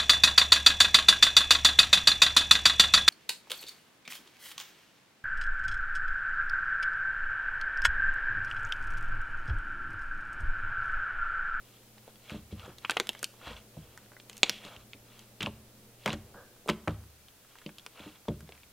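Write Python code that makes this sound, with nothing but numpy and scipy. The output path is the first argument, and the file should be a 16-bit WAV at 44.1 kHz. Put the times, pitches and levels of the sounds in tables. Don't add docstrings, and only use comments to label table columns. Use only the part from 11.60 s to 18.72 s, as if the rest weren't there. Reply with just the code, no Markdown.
import sys
import numpy as np
from scipy import signal
from scipy.fft import rfft, irfft
from scipy.io import wavfile

SR = 44100
rng = np.random.default_rng(int(sys.argv[2]) if len(sys.argv) > 2 else 0)


def volts_from_db(level):
    exponent = np.asarray(level, float) / 20
    return 10 ** exponent


def put_to_file(sound):
    columns = np.atleast_2d(sound).T
    safe = np.clip(columns, -1, 1)
    whole_steps = np.round(safe * 32767)
    wavfile.write(sys.argv[1], SR, whole_steps.astype(np.int16))


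N = 314060


def rms_one(x):
    return x / np.sqrt(np.mean(x ** 2) + 1e-20)


def peak_one(x):
    return x / np.max(np.abs(x))


def at_hz(points, hz, column=1):
    points = np.array(points)
    return np.interp(np.log(hz), np.log(points[:, 0]), points[:, column])


def coloured(spectrum):
    hz = np.arange(1, N // 2 + 2) * SR / N
    white = rfft(rng.standard_normal(N))
    return rms_one(irfft(white * volts_from_db(at_hz(spectrum, hz)), N))


def ring(drive, hz, t60):
    radius, turn = volts_from_db(-60 / (t60 * SR)), 2 * np.pi * hz / SR
    feedback = [1, -2 * radius * np.cos(turn), radius ** 2]
    return signal.lfilter([0, np.sin(turn)], feedback, drive + 1e-18)


def echoes(column, gap_s, count, size):
    # pitch_hz, near_t60_s, room_t60_s
    echo_t60 = [(90, 0.075, 0.39), (252, 0.076, 0.54), (1000, 0.044, 0.55), (3607, 0.035, 0.37),
                (10000, 0.021, 0.35)]
    t, out = np.arange(size) / SR, 0
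    white = rng.standard_normal((2, count, size))
    for k, low_hz in enumerate(62.5 * 2. ** np.arange(8)):
        band = signal.butter(2, [low_hz, 2 * low_hz], "band", fs=SR, output="sos")
        t60 = at_hz(echo_t60, low_hz * np.sqrt(2), column)
        fade = volts_from_db(-60 * t / t60) * (t > gap_s)
        out = out + signal.sosfilt(band, white[k % 2]) * fade
    return out / np.sqrt(np.sum(out ** 2, axis=1, keepdims=True))


def tears(spectrum, per_s=4000, spread_db=2.2, cycles=14):
    sizes = volts_from_db(spread_db * np.minimum(rng.exponential(1, N), 5)) * rng.choice([-1, 1], N)
    born = rng.random(N) < per_s / SR
    dealt = rng.integers(0, 10, N)
    out = 0
    for k, hz in enumerate(np.geomspace(spectrum[0][0], spectrum[-1][0], 10)):
        clicks = sizes * born * (dealt == k)
        grain = ring(ring(clicks, hz, cycles / hz), hz, cycles / hz)
        out = out + volts_from_db(at_hz(spectrum, hz)) * np.sqrt(hz) * rms_one(grain)
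    return rms_one(out)


def stickiness():
    # middle_s, hold_s, level_db, bright_share (0-1)
    peels = [(0.114, 0.14, -71.5, 0.65), (0.484, 0.036, -65.5, 0.18), (0.673, 0.051, -65, 0.9),
             (0.733, 0.045, -53.5, 0.36), (1.023, 0.06, -59.5, 0.37), (1.07, 0.061, -55, 0.08),
             (1.245, 0.01, -59, 0.44), (1.335, 0.062, -58, 0.66), (1.58, 0.082, -65, 0.65),
             (1.848, 0.03, -54, 0.2), (1.897, 0.043, -47, 0.29), (1.973, 0.0056, -53.5, 0.4),
             (2.306, 0.27, -68.5, 0.3), (2.77, 0.031, -65.5, 0.45), (3.055, 0.047, -54, 0.45),
             (3.115, 0.063, -55, 0.24), (3.205, 0.0087, -63, 0.25), (3.56, 0.14, -65, 0.45),
             (4.439, 0.0067, -63, 0.95), (5.92, 0.024, -65.5, 0.43), (6.022, 0.11, -68, 0.5),
             (6.248, 0.043, -66.5, 0.13), (6.372, 0.019, -61, 0.35), (6.42, 0.04, -54, 0.25),
             (6.49, 0.027, -58.5, 0.35), (6.557, 0.0086, -63, 0.46), (6.942, 0.044, -65.5, 0.07)]
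    # start_s, length_s, level_db, sag_db_per_s, bright_share (0-1)
    rips = [(0.91, 0.036, -56, 200, 0.58), (2.858, 0.032, -49.5, 27, 0.6), (2.895, 0.088, -50, 82, 0.96),
            (3.805, 0.074, -50, 10, 0.2), (4.459, 0.082, -37, 78, 0.14), (4.743, 0.1, -54, 62, 0),
            (5.085, 0.056, -37, 342, 0.33), (5.278, 0.11, -42, 300, 0.05), (6.68, 0.08, -54.5, 243, 0.09)]
    settling_db, settling_bright = -76.5, 0.13
    peel_rise_db_per_s, peel_fall_db_per_s = 300, 352.5
    rip_rise_db_per_s, rip_fall_db_per_s = 9000, 1200
    t = np.arange(0, N + 32, 32) / SR
    shapes = [(middle - hold / 2, hold, db, 0, bright, peel_rise_db_per_s, peel_fall_db_per_s)
              for middle, hold, db, bright in peels]
    shapes += [(*rip, rip_rise_db_per_s, rip_fall_db_per_s) for rip in rips]
    power = volts_from_db(2 * settling_db) * np.array([[1 - settling_bright], [settling_bright]])
    for start, length, db, sag, bright, rise, fall in shapes:
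        level_db = db - rise * np.maximum(start - t, 0) - sag * np.maximum(t - start, 0)
        level_db = level_db - fall * np.maximum(t - start - length, 0)
        power = power + volts_from_db(2 * level_db) * np.array([[1 - bright], [bright]])
    return [np.interp(np.arange(N) / SR, t, row) for row in power]


def peeling(clump_db=1.5, clumps_per_s=70):
    # pitch_hz, level_db
    large_tears = [(500, 2.5), (850, -3.5), (1250, -1.5), (1580, -4), (1900, -20)]
    # pitch_hz, level_db
    small_tears = [(1900, -4), (2500, 0), (3300, -1.5), (4000, -8), (5000, -21), (10000, -28.5)]
    dull, bright = stickiness()
    steps = np.arange(N) / SR * clumps_per_s
    wander = np.interp(steps, np.arange(600), rng.standard_normal(600))
    clumps = rms_one(volts_from_db(clump_db * wander))
    crackle = np.sqrt(dull) * tears(large_tears) + np.sqrt(bright) * tears(small_tears)
    return clumps * crackle


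def appliance():
    # time_s, hum_db, rumble_db
    levels = [(0, -65.5, -66.5), (2.2, -65, -63.5), (4.4, -63, -64), (4.7, -68, -61), (5.6, -78, -74.5),
              (7.12, -73, -74)]
    # pitch_hz, level_db (against the hum), width_hz
    drone_line = (214, -3, 7.0)
    # pitch_hz, level_db (per hertz)
    rumble_spectrum = [(18, 2), (31, -10), (45, -5.5), (65, -8.5), (110, -8), (170, -7.5), (480, -3),
                       (930, -15.5), (2000, -37.5)]
    hum_hz, waver_db, wavers_per_s = 117.4, -0.5, 5
    t = np.arange(N) / SR
    time_s, hum_column, rumble_column = np.transpose(levels)
    hum_db = np.interp(t, time_s, hum_column)
    rumble_db = np.interp(t, time_s, rumble_column)
    waver = np.interp(t * wavers_per_s, np.arange(40), rng.standard_normal(40))
    hum = np.sqrt(2) * np.sin(2 * np.pi * hum_hz * t) * volts_from_db(waver_db * waver)
    drone_hz, drone_db, width_hz = drone_line
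    drone_t60 = np.log(1000) / np.pi / width_hz
    drone = volts_from_db(drone_db) * rms_one(ring(rng.standard_normal(N), drone_hz, drone_t60))
    return volts_from_db(hum_db) * (hum + drone) + volts_from_db(rumble_db) * coloured(rumble_spectrum)


def bursts():
    # start_s, ring_db, pocket_hz, crack_db (against the ring)
    listed = [(0.4785, -39.5, 640, -21), (0.557, -50.5, 3470, -16), (0.6971, -36, 2350, -27),
              (0.705, -35, 1360, -14), (0.9958, -42.5, 2970, -23), (1.06, -45, 1170, -11),
              (1.184, -41.5, 3670, -10), (1.2477, -25.5, 1300, -49), (1.2495, -25, 2560, -35),
              (1.28, -52, 2620, -13), (1.2962, -16, 1400, -65), (1.2975, -17, 3050, -18),
              (1.3088, -26, 2700, -1), (1.316, -27, 2250, -22), (1.3182, -25, 2280, -23),
              (1.3685, -16.5, 1180, -18), (1.3702, -18, 2000, -25), (1.371, -23.5, 3230, -27),
              (1.3997, -14, 2790, -13.5), (1.4008, -24.5, 450, -46), (1.4708, -33, 2950, -12),
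              (1.4917, -18, 3000, -11), (1.532, -43.5, 2630, -7), (1.55, -35.5, 1890, -18),
              (1.5922, -48, 3140, 3), (1.6295, -27.5, 1290, 1), (1.631, -36, 2620, -12),
              (1.643, -25, 2800, 1), (1.8146, -41.5, 1230, -25), (1.8704, -36, 1360, -20),
              (1.8786, -42, 3150, -21), (2.1685, -41.5, 690, -25), (2.3757, -38.5, 1610, -7),
              (2.5186, -43, 1270, -20), (2.5666, -41, 1750, -32), (2.5998, -43, 2880, -24),
              (2.6973, -35.5, 2650, -5), (2.73, -48, 2970, -2), (2.7684, -45.5, 2800, 0),
              (2.7789, -41.5, 5200, 0), (2.8317, -5.5, 3200, -31), (2.8318, -19, 970, -36),
              (2.8317, -15.5, 6600, -30), (2.8955, -12.5, 3540, -11.5), (3.0504, -39, 3280, -14),
              (3.1639, -42.5, 2900, -27), (3.3335, -34, 3170, -36), (3.5927, -48, 2860, -0.5),
              (3.8066, -27, 3170, -31.5), (3.8091, -28, 3200, -32), (3.8206, -29.5, 2650, -27),
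              (3.8283, -25, 2630, -13.5), (3.831, -27, 3170, -25), (3.8614, -22.5, 2750, -43),
              (3.87, -23.5, 794, -26), (4.4601, -15.5, 2120, -17), (4.4625, -20, 720, -20),
              (4.4778, -20.5, 2210, -20), (4.484, -24, 900, -27), (4.4931, -28, 1400, -25),
              (4.494, -36, 3200, -27), (4.516, -45, 3300, -25), (4.5042, -26, 2800, -37),
              (4.5301, -28, 3160, -14), (4.54, -38.5, 3340, -21), (5.0605, -33.5, 600, -22),
              (5.077, -29, 900, -12), (5.0848, -27, 2310, -19), (5.0902, -15.5, 1150, -16),
              (5.091, -26.5, 2970, -28), (5.096, -20.5, 2100, -21), (5.0998, -22.5, 2680, -12),
              (5.2752, -21.5, 1170, -27), (5.279, -16.5, 900, -35.5), (5.2793, -20.5, 1930, -27),
              (5.307, -50, 3400, -19), (5.955, -42.5, 1650, -20), (5.9861, -44.5, 2460, -12),
              (6.0163, -46, 1710, -26), (6.063, -35.5, 2960, -31), (6.092, -40, 2160, -28),
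              (6.184, -41, 2790, -7.5), (6.196, -46, 3200, -20), (6.2637, -31, 2580, -10),
              (6.3949, -45, 2030, -15.5), (6.6546, -46, 1200, -16), (6.682, -34, 860, -25),
              (6.684, -38.5, 3450, -36), (6.687, -40, 1980, -17), (6.704, -47, 1190, -22),
              (6.8065, -42, 1640, -9), (6.891, -42, 2840, -30), (6.8758, -49, 2200, -16),
              (6.951, -53, 3020, -14), (6.8915, -37, 530, -22), (6.9224, -41.5, 2410, -24),
              (6.9775, -51, 2280, -17.5)]
    faint_per_s, faint_db, faint_crack_db = 2.7, -51.5, -14
    draw = rng.random((40, 3))
    starts = np.cumsum(-np.log(1 - draw[:, 0])) / faint_per_s
    faint = [(start, faint_db + 6 * (a - .5), 900 * 4 ** b, faint_crack_db)
             for start, a, b in zip(starts, *draw[:, 1:].T)]
    return listed + faint


def pops(crack_hz, crack_top_hz, ragged, low_hz):
    tear_ms, tear_shrink_per_db = 1.275, 0.0223
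    ring_cycles, ring_slope = 5.43, 0.46
    clean_ring_per_db = 0.0174
    near_db = -12
    out, t = np.zeros(N + 8192), np.arange(2048) / SR
    rows = bursts()
    noises = rng.standard_normal((len(rows), 2048))
    near = volts_from_db(near_db) * echoes(column=1, gap_s=0.0028, count=len(rows), size=6144)
    crack_band = signal.butter(2, [crack_hz, crack_top_hz], "band", fs=SR, output="sos")
    for (start, ring_db, hz, crack_db), noise, echo in zip(rows, noises, near):
        decay_ms = tear_ms * np.exp(-tear_shrink_per_db * (ring_db + 30))
        cycles = ring_cycles * (hz / 2000) ** ring_slope * np.exp(-clean_ring_per_db * (crack_db + 20))
        snap = ragged * noise * np.exp(-1000 * t / decay_ms)
        snap[0] = 1
        pocket = ring(ring(snap, hz, cycles / hz), hz, 1.5 / hz)
        crack = signal.sosfilt(crack_band, snap)
        pop = volts_from_db(ring_db) * (peak_one(pocket) + volts_from_db(crack_db) * peak_one(crack))
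        at = min(round(start * SR), N)
        out[at:at + 2048] += pop
        out[at:at + 8191] += signal.fftconvolve(pop, echo)
    return signal.sosfilt(signal.butter(2, low_hz, "high", fs=SR, output="sos"), out[:N])


def thuds(rough, soft_hz, scatter_db):
    # start_s, peak_db, hardness_db_per_octave, boom_db
    presses = [(0.719, -29.5, 4.5, -5), (0.744, -34, -1, -1.5), (0.925, -34, -1, 6.5),
               (1.079, -38.5, 6, -17), (1.869, -39.5, 7, 3), (1.902, -42, -7, 4), (2.169, -33, -7, -5.5),
               (3.05, -43.5, 16, -15), (3.17, -47.5, -2, 5.5), (3.348, -45.5, 6, -8), (3.808, -32.5, 1, -3),
               (3.833, -30, -15, -9), (3.873, -32, 13.5, 0.5), (4.46, -29.5, -2, -13), (4.488, -27, 2, -6),
               (4.535, -27.5, 1, -0.5), (4.75, -45, 6, -3), (5.09, -19, 8.5, -15.5), (5.276, -22, -3, -0.5),
               (6.061, -29.5, 1.5, -19), (6.4, -41.5, 8, -8), (6.46, -38, 5, -8), (6.683, -21, 2.5, -13.5),
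               (6.704, -23, 1, -4), (6.821, -41.5, -9, -13)]
    # pitch_hz, level_db, t60_s
    table_modes = [(54.7, 0, 0.38), (73.7, -11.5, 0.79), (82.4, -6, 0.35), (101.7, -10, 0.46),
                   (134.1, -18.5, 0.66), (162.3, 0, 0.22), (196.4, 3, 0.091), (217.4, 1.5, 0.21),
                   (259, -16.5, 0.18), (302, 3, 0.13), (356, 1, 0.056), (407, -3, 0.052), (471, 4, 0.027),
                   (572, -5, 0.11), (750, -68, 0.058), (900, -13, 0.067)]
    boom_hz = 115
    push_ms, low_cut_hz = 11.3, 83.6
    out, t = np.zeros(N + 24000), np.arange(8000) / SR
    lumps = rng.standard_normal((len(presses), 8000))
    scatters = rng.standard_normal((len(presses), len(table_modes)))
    flesh = signal.butter(2, soft_hz, fs=SR, output="sos")
    for (start, peak_db, hard_db, boom_db), lump, scatter in zip(presses, lumps, scatters):
        push = np.zeros(24000)
        push[:8000] = rough * lump * np.exp(-1000 * t / push_ms)
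        push[0] = 1
        push = signal.sosfilt(flesh, push)
        boom, knock = 0, 0
        for (hz, db, t60), g in zip(table_modes, scatter):
            mode = volts_from_db(db + scatter_db * g) * ring(push, hz, t60)
            if hz < boom_hz:
                boom = boom + mode
            else:
                knock = knock + volts_from_db(hard_db * np.log2(hz / 200)) * mode
        at = round(start * SR)
        out[at:at + 24000] += volts_from_db(peak_db) * (peak_one(knock) + volts_from_db(boom_db) * peak_one(boom))
    return signal.sosfilt(signal.butter(3, low_cut_hz, "high", fs=SR, output="sos"), out[:N])


def wheezes():
    # start_s, pitch_hz, level_db, fade_db_per_s
    holes = [(1.025, 1330, -57.5, 157), (4.744, 1590, -56.5, 108.5)]
    width_hz, swell_s = 170, 0.0094
    out, t60 = 0, np.log(1000) / np.pi / width_hz
    for (start, hz, db, fade), air in zip(holes, rng.standard_normal((len(holes), N))):
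        t = np.maximum(np.arange(N) / SR - start, 0)
        tone = rms_one(ring(ring(air, hz, t60), hz, t60))
        out = out + volts_from_db(db - fade * t) * np.minimum(t / swell_s, 1) * tone
    return out


def housing(x):
    # pitch_hz, width_hz, lift_db
    resonances = [(3200, 420, 1), (6860, 4970, 11.5)]
    for hz, width_hz, lift_db in resonances:
        b, a = signal.iirpeak(hz, hz / width_hz, fs=SR)
        x = x + (volts_from_db(lift_db) - 1) * signal.lfilter(b, a, x)
    return x


def scene():
    room_db, thud_room_db, wide_db = -22.5, -30.5, -55.5
    slime = pops(crack_hz=3233, crack_top_hz=14300, ragged=0.23, low_hz=253) + peeling() + wheezes()
    table = thuds(rough=0.17, soft_hz=500, scatter_db=2.95)
    room = echoes(column=2, gap_s=0.01, count=1, size=SR // 2)[0]
    low_room = signal.sosfilt(signal.butter(2, 600, fs=SR, output="sos"), room)
    low_room = rms_one(low_room) / np.sqrt(len(room))
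    wet = volts_from_db(room_db) * signal.fftconvolve(slime, room)
    wet = wet + volts_from_db(thud_room_db) * signal.fftconvolve(table, low_room)
    mid = housing(slime + table + wet[:N]) + appliance()
    skew = echoes(column=1, gap_s=.0005, count=1, size=6144)[0]
    side = volts_from_db(wide_db) * housing(signal.fftconvolve(slime + table, skew)[:N])
    return np.array([mid + side, mid - side])


def band_limit(x):
    return signal.sosfilt(signal.butter(12, 16820, fs=SR, output="sos"), x)


def record(dry):
    # pitch_hz, level_db (per hertz)
    hiss = [(200, 8.5), (1000, -0.5), (3000, -0.5), (8000, -3.5), (15500, -3)]
    # pitch_hz, level_db (per hertz)
    side_hiss = [(30, -3), (800, -6.5), (3000, -7), (4400, -6.5), (15500, -7.5)]
    hiss_db, side_hiss_db = -61, -62.5
    ceiling, top_hz = 1.05, 16220
    common = volts_from_db(hiss_db) * coloured(hiss)
    apart = volts_from_db(side_hiss_db) * coloured(side_hiss)
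    held = (dry + common + apart * np.array([[1], [-1]])) / ceiling
    held = ceiling * held / (1 + held ** 4) ** .25
    top_cut = signal.cheby2(8, 25, top_hz, fs=SR, output="sos")
    return band_limit(signal.sosfilt(top_cut, held))


dry = scene()
out = record(dry)
put_to_file(out)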